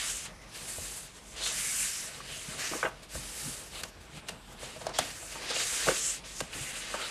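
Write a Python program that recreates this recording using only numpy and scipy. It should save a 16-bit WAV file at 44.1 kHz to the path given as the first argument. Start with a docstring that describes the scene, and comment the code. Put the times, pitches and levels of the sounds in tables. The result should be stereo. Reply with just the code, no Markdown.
"""Fingers and page edges slide over paper in strokes and pauses throughout: coloured noise in moving bands.
Thick pages of a book on a wooden table are turned by hand in a quiet room. Sheets flex, buckle and snap,
fingertips tap the page and the book knocks dully on the table: damped modes struck by short pushes.
Page edges tick (bursts of grit), taut sheets whistle (gliding narrow noise), a low room hum lies under all.
One microphone."""
import sys
import numpy as np
from scipy import signal
from scipy.io import wavfile

SR = 44100
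rng = np.random.default_rng(int(sys.argv[2]) if len(sys.argv) > 2 else 0)


def amplitude_ratio(level_db):
    """Convert a level in decibels to the matching linear amplitude (field) ratio."""
    exponent = np.asarray(level_db, float) / 20
    return 10 ** exponent


def bounce(signal):
    """Save signal as a 16-bit WAV file at the path given by the first command-line argument."""
    frames = np.transpose(np.atleast_2d(signal))
    limited = np.clip(frames, -1, 1)
    pcm = np.round(limited * 32767).astype(np.int16)
    wavfile.write(sys.argv[1], SR, pcm)


N = 313110
STEP = 32  # samples between values of a slow curve
RUN_IN = 8192  # samples for filters to settle, then cut off
BAND_EDGES_HZ = 20 * 2 ** np.arange(0, 9.8, 0.25)
BAND_CENTRES_HZ = np.sqrt(BAND_EDGES_HZ[1:] * BAND_EDGES_HZ[:-1])[:, None]


def rms_one(x):
    """Scale to rms 1."""
    return x / np.sqrt(np.mean(x ** 2) + 1e-20)


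def band(x, low_hz, high_hz):
    """Butterworth band-pass."""
    sos = signal.butter(2, [low_hz, min(high_hz, SR * 0.45)], "band", fs=SR, output="sos")
    return signal.sosfilt(sos, x)


def lowpass(x, order, top_hz):
    """Butterworth low-pass."""
    return signal.sosfilt(signal.butter(order, top_hz, fs=SR, output="sos"), x)


def resonance(x, hz, width_hz):
    """Two-pole resonance with gain 1 on top."""
    r = np.exp(-np.pi * width_hz / SR)
    poles = [1, -2 * r * np.cos(2 * np.pi * hz / SR), r * r]
    return signal.lfilter([(1 - r * r) / 2, 0, (r * r - 1) / 2], poles, x)


def ring(x, hz, t60_s):
    """A damped mode driven by x, scaled to peak 1."""
    r = amplitude_ratio(-60 / (t60_s * SR))
    y = signal.lfilter([1, -1], [1, -2 * r * np.cos(2 * np.pi * hz / SR), r * r], x)
    return y / np.abs(y).max()


def step_times():
    """Times in seconds of the slow-curve values."""
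    return np.arange(0, N + STEP, STEP) / SR


def in_steps(rows):
    """Columns after the first, interpolated over time in the first."""
    s, *columns = np.transpose(rows)
    return [np.interp(step_times(), s, column) for column in columns]


def drift(rate_hz, count):
    """Rows of slow chance with spread 1, one value every STEP samples."""
    r = np.exp(-2 * np.pi * rate_hz * STEP / SR)
    chance = rng.standard_normal((count, N // STEP + 1002))
    slow = signal.lfilter([1], [1, -2 * r, r * r], chance)[:, 1000:]
    return rms_one(slow)[:, :len(step_times())]


def hump(level_db, centre_hz, widths_octaves):
    """Power per quarter-octave band of a broad resonance; widths below and above its centre."""
    octaves = np.log2(BAND_CENTRES_HZ / centre_hz) + 0 * level_db
    shape = np.exp(-0.5 * (octaves / np.where(octaves < 0, *widths_octaves)) ** 2)
    return amplitude_ratio(level_db) ** 2 * shape / shape.sum(axis=0)


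def through_bands(power, drive):
    """Two unrelated drives dealt in turn to the bands, each band at its own moving power."""
    steps = np.arange(N) / STEP
    out = np.zeros(N)
    for k, (low_hz, high_hz) in enumerate(zip(BAND_EDGES_HZ, BAND_EDGES_HZ[1:])):
        gain = np.interp(steps, np.arange(power.shape[1]), np.sqrt(power[k]))
        out += gain * rms_one(band(drive[k % 2], low_hz, high_hz)[RUN_IN:])
    return out


# Air of the quiet room. Each row: frequency in Hz, relative density in dB per Hz.
ROOM_AIR = [(13, -34), (24, -7), (60, 3.5), (110, -9), (300, -12), (700, -19), (1500, -16), (3000, -15.5),
            (6000, -23), (9500, -24), (12500, -33), (15500, -47)]
# Low hum of the house. Each row: frequency in Hz, width in Hz, level in dB rms.
HOUSE_HUM = [(46.3, 9.1, -59), (133.9, 7.8, -71)]


def room_tone(level_db=-55, waver_db=3.0, waver_hz=1.3):
    """Distant air, almost steady, over two narrow hums."""
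    hz, db = np.transpose(ROOM_AIR)
    density_db = np.interp(np.log(BAND_CENTRES_HZ), np.log(hz), db, left=-70, right=-90)
    power = BAND_CENTRES_HZ * amplitude_ratio(2 * density_db)
    moving_db = level_db + waver_db * drift(waver_hz, count=len(BAND_CENTRES_HZ))
    power = power / power.sum() * amplitude_ratio(2 * moving_db)
    white = rng.standard_normal((2, N + RUN_IN))
    air = through_bands(power, white)
    hum = np.zeros(N)
    for hz, width_hz, db in HOUSE_HUM:
        tone = resonance(resonance(white[0], hz, width_hz), hz, width_hz)
        hum += amplitude_ratio(db) * rms_one(tone[RUN_IN:])
    return air + hum


def walls(x, t60_s=0.36, echo_db=-19, low_hz=230, dull_hz=5000, gap_s=0.004):
    """The room answers with a short, dull, dying wash."""
    t = np.arange(round(0.4 * SR)) / SR
    wash = band(rng.standard_normal(len(t)), low_hz, dull_hz) * amplitude_ratio(-60 * t / t60_s) * (t > gap_s)
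    return amplitude_ratio(echo_db) * signal.fftconvolve(x, wash / np.sqrt(np.sum(wash ** 2)))[:N]


# Dull knocks of book on table. Each row: start in seconds, peak of the lower mode in dB, its frequency in Hz.
TABLE_KNOCKS = [(0.78, -40, 86), (2.318, -51, 151), (2.482, -55, 210), (2.714, -59, 244), (3.15, -38.5, 68),
                (3.459, -52, 204), (4.635, -49, 136), (4.995, -40, 240), (5.874, -58, 237),
                (6.554, -46, 149), (6.609, -38, 140)]


def knocks(contact_s=0.0092, t60_s=0.16, partner_ratio=1.55, partner_db=-6):
    """A soft push sets two low modes of book and table top ringing."""
    size = 16384
    out, t = np.zeros(N + size), np.arange(size) / SR
    force = np.sin(np.pi * np.minimum(t / contact_s, 1)) ** 2
    for s, db, hz in TABLE_KNOCKS:
        at = round(s * SR)
        lower = ring(force, hz, t60_s)
        partner = amplitude_ratio(partner_db) * ring(force, partner_ratio * hz, 0.42 * t60_s)
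        out[at:at + size] += amplitude_ratio(db) * (lower + partner)
    return out[:N]


# Page edges flicking free. Each row: start in seconds, nominal peak in dB, centre in Hz.
EDGE_TICKS = [(1.4637, -30, 3100), (3.834, -25.5, 5960), (3.837, -29, 3180), (4.277, -41, 3620),
              (4.285, -27.5, 4860), (4.291, -25.5, 4370), (4.817, -44, 5840), (4.859, -42, 6100),
              (4.866, -26, 3200), (4.8715, -36, 3120), (4.893, -36, 3110), (4.987, -13.5, 5040),
              (4.9933, -20.5, 3230), (5.601, -31, 7300), (6.404, -22.5, 3170), (6.409, -28.5, 6000)]


def ticks(below=0.083, above=2.35, low_hz=490, top_hz=11000, rms_re_peak_db=-7, hold_s=0.0026, t60_s=0.016):
    """A few milliseconds of broad grit that start at once and die fast."""
    size = 4096
    out, t = np.zeros(N + size), np.arange(size) / SR
    fade_db = -60 * np.maximum(t - hold_s, 0) / t60_s
    for s, db, hz in EDGE_TICKS:
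        at = round(s * SR)
        grit = band(rng.standard_normal(size), below * hz, above * hz)
        grit = rms_one(band(grit, low_hz, top_hz))
        out[at:at + size] += grit * amplitude_ratio(db + rms_re_peak_db + fade_db)
    return out[:N]


# A taut sheet sliding. Each row: start in seconds, end in seconds, start in Hz, end in Hz,
# level in dB before the swell.
SHEET_WHISTLES = [(1.415, 1.492, 3920, 3930, -35.5), (1.429, 1.51, 7200, 7300, -40),
                  (1.56, 1.747, 2115, 2240, -43.5), (1.74, 1.92, 2420, 2700, -47),
                  (1.8, 2.104, 5400, 5780, -44.5), (2.24, 2.441, 2904, 2950, -47),
                  (2.62, 2.70, 5800, 5750, -41), (4.961, 5.039, 3390, 3300, -40),
                  (5.48, 5.528, 3800, 3830, -43), (5.528, 5.601, 2744, 2690, -45),
                  (5.537, 5.62, 7300, 7300, -42), (5.99, 6.153, 7300, 7700, -34.5),
                  (6.64, 6.718, 2200, 2260, -45), (6.74, 6.921, 1880, 1854, -55),
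                  (6.35, 6.4, 6800, 6600, -55), (6.956, 7.09, 1250, 1418, -44.5),
                  (6.983, 7.096, 3090, 4280, -43)]


def whistles(relative_width=0.22):
    """Noise in a narrow band that swells and fades while it glides."""
    out = np.zeros(N + SR)
    for start_s, end_s, start_hz, end_hz, db in SHEET_WHISTLES:
        at, size = round(start_s * SR), round((end_s - start_s) * SR)
        noise = rng.standard_normal((2, 16384))
        slow = lowpass(noise, 2, relative_width * start_hz / 2)[:, -size:]
        phase = 2 * np.pi * np.cumsum(np.linspace(start_hz, end_hz, size)) / SR
        glide = rms_one(slow[0] * np.cos(phase) + slow[1] * np.sin(phase))
        out[at:at + size] += amplitude_ratio(db) * np.sqrt(np.hanning(size)) * glide
    return out[:N]


# Modes of the stack of pages, also driven by sliding(). Each row: frequency in Hz, width in Hz, strength in dB.
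BOOK_MODES = [(335, 17, -0.5), (497, 120, 0.5), (625, 54, -1), (827, 6.1, -7), (1142, 130, 2.5),
              (1250, 44, 0), (1506, 9.9, 2), (1825, 24, -7), (2263, 47, -8), (2795, 500, 7.5),
              (3850, 27, -12), (4660, 310, -7), (5900, 23, -12.5), (7260, 50, -17), (8500, 110, -23)]
# Taps, pats and buckles of the page. Each row: start in seconds before the fixed delay,
# body peak in dB before the low-pass, body frequency in Hz, T60 in seconds.
PAGE_SNAPS = [(0.259, -37, 2000, .03), (0.782, -36, 600, 0.035), (1.462, -28, 2000, .035),
              (2.202, -34, 1140, 0.033), (2.712, -35, 313, .06), (2.734, -28.5, 1010, .04),
              (2.746, -33, 318, 0.1), (2.828, -16.5, 1460, 0.024), (2.829, -26, 517, .03),
              (2.836, -23, 1500, 0.018), (2.846, -26, 483, 0.049), (2.851, -19.5, 1570, 0.069),
              (2.858, -25, 990, 0.024), (2.866, -33, 1260, 0.023), (2.874, -28, 1240, 0.021),
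              (2.887, -34, 990, 0.036), (3.151, -33.5, 1430, 0.017), (3.153, -34.5, 580, .047),
              (3.836, -33, 1690, .03), (4.285, -29, 2060, 0.031), (4.296, -37.5, 610, .026),
              (4.63, -36, 580, 0.048), (4.761, -39, 626, 0.083), (4.813, -36, 675, .05),
              (4.854, -43, 662, 0.033), (4.866, -22, 660, 0.022), (4.889, -36, 670, 0.024),
              (4.988, -16, 713, 0.026), (5.102, -38, 1870, .058), (5.226, -41, 670, 0.049),
              (5.355, -33.5, 906, 0.069), (5.504, -31, 486, 0.039), (5.514, -29, 870, .024),
              (5.558, -25, 2440, 0.048), (5.564, -29, 550, 0.03), (5.599, -35, 2170, .035),
              (5.614, -36, 485, 0.045), (5.868, -27, 663, .035), (5.875, -24, 1210, .025),
              (5.878, -27, 504, .03), (5.885, -13, 1430, .014), (5.889, -18, 460, 0.04),
              (5.905, -28, 1330, 0.043), (5.901, -31, 510, 0.035), (5.915, -29, 377, 0.046),
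              (6.239, -40.5, 2400, .02), (6.404, -25, 1600, 0.029), (6.409, -25.5, 510, 0.011),
              (6.591, -32, 2180, 0.024), (6.939, -25.5, 1270, 0.034), (6.942, -26, 568, .04),
              (6.948, -27, 910, 0.046)]


def snaps(reach_octaves=0.54, spread_db=1.0, modes_db=-2, delay_s=0.0008, puff_db=-12, contact_s=0.0012,
          top_hz=3300):
    """A soft contact rings the patch of page under it and nearby book modes, and squeezes out a puff of air."""
    size = 8192
    out, t = np.zeros(N + size), np.arange(size) / SR
    mode_hz, _, mode_db = np.transpose(BOOK_MODES)
    for s, db, hz, t60_s in PAGE_SNAPS:
        force = np.sin(np.pi * np.minimum(2 * hz * t, 1)) ** 2  # a push half a cycle long
        force = band(force, 0.77 * hz, 1.58 * hz)  # only what the patch can follow

        nearness = np.exp(-0.5 * (np.log2(mode_hz / hz) / reach_octaves) ** 2)
        gains = amplitude_ratio(mode_db + spread_db * rng.standard_normal(len(mode_hz))) * nearness
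        modes = sum(g * ring(force, f, t60_s) for f, g in zip(mode_hz, gains) if g > 0.05)
        body = ring(force, hz, t60_s) + amplitude_ratio(modes_db) * modes

        air = band(rng.standard_normal(size), 0.4 * hz, 1.9 * hz)
        air = rms_one(band(air, 0.3 * hz, 2.1 * hz))
        onset = 1 - np.exp(-(t * hz) ** 2)
        fade_db = -60 * np.maximum(t - contact_s, 0) / (1.4 * t60_s)
        puff = air * onset * amplitude_ratio(puff_db + fade_db)

        at = round((s + delay_s) * SR)  # a short fixed delay before each snap
        out[at:at + size] += amplitude_ratio(db) * (body / np.abs(body).max() + puff)
    return lowpass(out[:N], 4, top_hz)


# A sheet bows or flops and loads the table. Each row: time of the top in seconds, rise in seconds,
# fall in seconds, flex level in dB, table level in dB.
SHEET_FLOPS = [(.65, 0.16, 0.13, -58, -58), (.95, 0.05, 0.047, -61, -59), (.81, 0.045, 0.043, -66, -51),
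               (1.42, 0.096, 0.21, -47.5, -69), (2.3, 0.3, 0.041, -55, -61),
               (2.49, 0.024, 0.036, -63, -46.5), (2.54, 0.037, 0.25, -50.5, -53.5),
               (2.73, 0.024, 0.085, -39, -48), (2.857, 0.027, 0.042, -33.5, -46.5),
               (3.16, 0.02, 0.1, -61, -46.5), (3.48, 0.057, 0.047, -57, -42.5),
               (4.17, 0.05, 0.037, -64, -49.5), (4.33, 0.055, 0.066, -56, -51),
               (4.65, .06, 0.054, -62, -61), (4.89, 0.093, 0.056, -43, -58), (5.02, 0.025, 0.046, -48, -44),
               (5.42, 0.12, 0.21, -49.5, -60), (5.57, 0.098, .08, -50, -62), (5.73, .02, 0.057, -49, -54),
               (5.885, 0.027, 0.042, -31, -38.5), (6.41, 0.013, 0.041, -64, -42),
               (6.56, 0.024, .06, -47, -45.5), (7.04, 0.19, 0.021, -48, -61)]


def flops(flex_rest_db=-58.5, table_rest_db=-59, flex_wander_db=2.5, table_wander_db=1.5, wander_hz=8.0):
    """Power of flexing and of the table: a wandering rest level, and a swell for every flop."""
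    t = step_times()
    rest_db = np.array([[flex_rest_db], [table_rest_db]])
    wander_db = np.array([[flex_wander_db], [table_wander_db]])
    power = amplitude_ratio(2 * (rest_db + wander_db * drift(wander_hz, count=2)))
    for s, rise_s, fall_s, *levels_db in SHEET_FLOPS:
        swell = np.exp(-4 * ((t - s) / np.where(t < s, rise_s, fall_s)) ** 2)
        power = power + amplitude_ratio(levels_db)[:, None] ** 2 * swell
    return power


# Sliding on paper, one list a stroke or pause. Each row: time in seconds, skin hiss in dB, paper-on-paper in dB.
SLIDE_STROKES = [
    [(0.0, -37.5, -37), (0.1, -34, -40), (0.14, -38.5, -44.5), (0.25, -41.5, -46.5), (0.26, -42, -41.5),
     (0.28, -55, -53)],
    [(0.285, -60, -49), (0.327, -72, -69), (0.413, -77, -74), (0.415, -60, -57), (0.467, -72, -62),
     (0.5, -55, -57)],
    [(0.505, -63, -56), (0.559, -46, -44.5), (0.649, -46, -49), (0.697, -40.5, -45.5), (0.983, -42, -48),
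     (1.08, -52, -54)],
    [(1.085, -55, -53), (1.129, -61, -62), (1.169, -52, -54), (1.205, -62, -62), (1.309, -52.5, -59),
     (1.36, -55, -50)],
    [(1.365, -47, -43), (1.431, -41, -37.5), (1.439, -33, -35), (1.453, -35, -52), (1.463, -33, -34),
     (1.52, -38.5, -40)],
    [(1.525, -37.5, -40), (1.807, -30.5, -40.5), (1.879, -34.5, -40), (2.071, -41.5, -46),
     (2.101, -47, -46.5), (2.19, -50.5, -49.5)],
    [(2.225, -55, -48.5), (2.347, -43.5, -44.5), (2.479, -45.5, -47.5), (2.535, -43.5, -43),
     (2.555, -46, -48), (2.585, -45, -42)],
    [(2.595, -41, -37), (2.677, -39, -36.5), (2.687, -41.5, -40), (2.773, -39.5, -43), (2.82, -47, -45)],
    [(2.89, -52, -64), (2.908, -66, -59), (3.02, -67, -63), (3.032, -52.5, -52), (3.08, -76, -70),
     (3.09, -59, -61)],
    [(3.095, -55, -51.5), (3.149, -40, -42.5), (3.213, -46.5, -48.5), (3.487, -38.5, -43),
     (3.699, -54, -56), (3.72, -54, -52)],
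    [(3.725, -52, -50), (3.757, -48, -45), (3.809, -47.5, -46.5), (3.82, -55, -54)],
    [(3.855, -53, -51), (3.897, -57, -63), (3.917, -74, -76), (3.997, -76, -76), (4.011, -59, -58),
     (4.07, -67, -69)],
    [(4.075, -72, -67), (4.173, -52, -47.5), (4.205, -60, -56), (4.215, -76, -69), (4.263, -79, -72),
     (4.27, -62, -57)],
    [(4.305, -51, -47), (4.369, -72, -72), (4.445, -70, -60.5), (4.529, -55, -59), (4.561, -69, -65),
     (4.59, -62, -49)],
    [(4.595, -53, -53.5), (4.635, -47.5, -45.5), (4.785, -55.5, -53.5), (4.791, -53, -61),
     (4.817, -53, -48), (4.85, -53, -56)],
    [(4.88, -62, -52), (4.89, -56, -50), (4.93, -66, -57), (4.94, -49, -42), (4.964, -45, -38),
     (4.978, -44, -45)],
    [(5.0, -41, -36.5), (5.07, -45.5, -44), (5.252, -46.5, -52), (5.326, -45.5, -45.5), (5.402, -50, -45),
     (5.46, -47.5, -41.5)],
    [(5.465, -47, -39.5), (5.513, -40, -33.5), (5.531, -44, -36), (5.561, -36.5, -36),
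     (5.629, -33.5, -33.5), (5.64, -32, -36)],
    [(5.645, -36.5, -38), (5.683, -34.5, -39), (5.785, -33, -35), (5.831, -36, -35), (5.873, -33.5, -34),
     (5.96, -35, -36)],
    [(5.965, -34, -33.5), (5.977, -34.5, -39), (6.009, -34.5, -41), (6.103, -34.5, -42),
     (6.165, -39.5, -44.5), (6.18, -49, -46)],
    [(6.185, -49, -47), (6.231, -77, -68), (6.243, -60, -50), (6.261, -49, -47), (6.349, -46, -50),
     (6.398, -38.5, -45)],
    [(6.42, -49, -48), (6.478, -53, -54), (6.486, -58, -51), (6.525, -50, -50)],
    [(6.53, -48, -41), (6.552, -40.5, -43), (6.694, -42, -44.5), (6.724, -47, -45), (6.774, -41, -40),
     (6.8, -42, -46.5)],
    [(6.805, -43, -42), (6.871, -49, -44), (6.953, -42.5, -41), (6.961, -46.5, -43), (7.061, -44, -39.5),
     (7.1, -45, -43)],
]
# Colour of each stroke. Each row: hiss centre in Hz, sizzle in dB re hiss, scrape centre in Hz,
# scrape in dB re rustle, flex in dB re paper.
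STROKE_COLOURS = [(7500, -28, 3960, 0.5, -14), (6800, -10, 3700, -2, -9), (8370, -19, 4740, 2, -10),
                  (7500, -15, 4700, -1, -13), (7300, -26, 4100, 3, -22), (8130, -25, 4730, 0, -21),
                  (7800, -17, 4400, 0.5, -12), (7300, -9, 5100, -1.5, -15.5), (7400, -6, 4700, 3, -6),
                  (8540, -20, 5000, 2.5, -9.5), (8100, -11, 3800, 2.5, -8.5), (7240, -5, 4000, 2, 2),
                  (7300, -10, 3700, 3, -5.5), (7200, -7, 4100, -1, -6), (7600, -14, 4200, 0, -2.5),
                  (6800, -18, 4500, 5, -6.5), (7700, -11, 4700, -1.5, -10), (7060, -20, 4460, 2, -11),
                  (7600, -15, 4840, -0.5, -14.5), (7400, -31, 3800, 2, -16), (7200, -18, 4700, 1.5, -9.5),
                  (7400, -17, 4400, -5, -5), (7930, -24, 4100, -3, -11), (7600, -28, 4300, -3, -11)]


def sliding(grain_db=1.0, grip_db=0.8, grip_hz=16.5, patchy_db=0.9, patchy_hz=21.0, ringing=0.82):
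    """Fibres catch and let go: a noisy stream of slips, coloured by the sheet and the fingers."""
    rows = []
    for stroke, colour in zip(SLIDE_STROKES, STROKE_COLOURS):
        rows += [(*point, *colour) for point in stroke]
    hiss_db, paper_db, hiss_hz, sizzle_db, scrape_hz, scrape_re_rustle_db, flex_db = in_steps(rows)
    scrape_share = 1 / (1 + amplitude_ratio(-2 * scrape_re_rustle_db))
    flex_power, table_power = flops()
    flex_hz, flex_octaves = 600, (0.55, 0.99)

    power = hump(hiss_db, hiss_hz, (0.25, 0.28))
    power = power + hump(hiss_db + sizzle_db, 11200, (0.2, 0.22))
    power = power + scrape_share * hump(paper_db, scrape_hz, (0.36, 0.25))
    power = power + (1 - scrape_share) * hump(paper_db, 2265, (0.46, 0.43))  # rustle
    power = power + hump(paper_db + flex_db, flex_hz, flex_octaves)
    power = power + flex_power * hump(0, flex_hz, flex_octaves)
    power = power + table_power * hump(0, 157, (0.4, 0.53))

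    # the grip stutters in all bands at once, and each band has patches of its own
    grip = grip_db * drift(grip_hz, count=1)
    patches = patchy_db * drift(patchy_hz, count=len(BAND_CENTRES_HZ))
    power = power * amplitude_ratio(2 * (grip + patches))

    grain = amplitude_ratio(grain_db * rng.exponential(1, N + RUN_IN))
    slips = rng.standard_normal((2, N + RUN_IN)) * grain
    # the slips also set the stack of pages ringing
    stack = sum(amplitude_ratio(db) * resonance(slips, hz, width_hz) for hz, width_hz, db in BOOK_MODES)
    return through_bands(power, slips + ringing * stack)


def scene():
    """Hands and pages in the room, over its hum."""
    hands = sliding() + whistles() + snaps() + ticks() + knocks()
    mono = hands + walls(hands) + room_tone()
    return np.array([mono, mono])


def band_limit(x):
    """A steep low-pass at the top of the band."""
    return signal.sosfilt(signal.butter(12, 16480, fs=SR, output="sos"), x)


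def record(dry, droop_hz=12400, top_hz=15900):
    """One microphone on both channels, drooping in the top octave and cut steeply above it."""
    droop = lowpass(dry, 2, droop_hz)
    mix = signal.sosfilt(signal.cheby2(12, 50, top_hz, fs=SR, output="sos"), droop)
    return band_limit(mix)


dry = scene()
out = record(dry)
bounce(out)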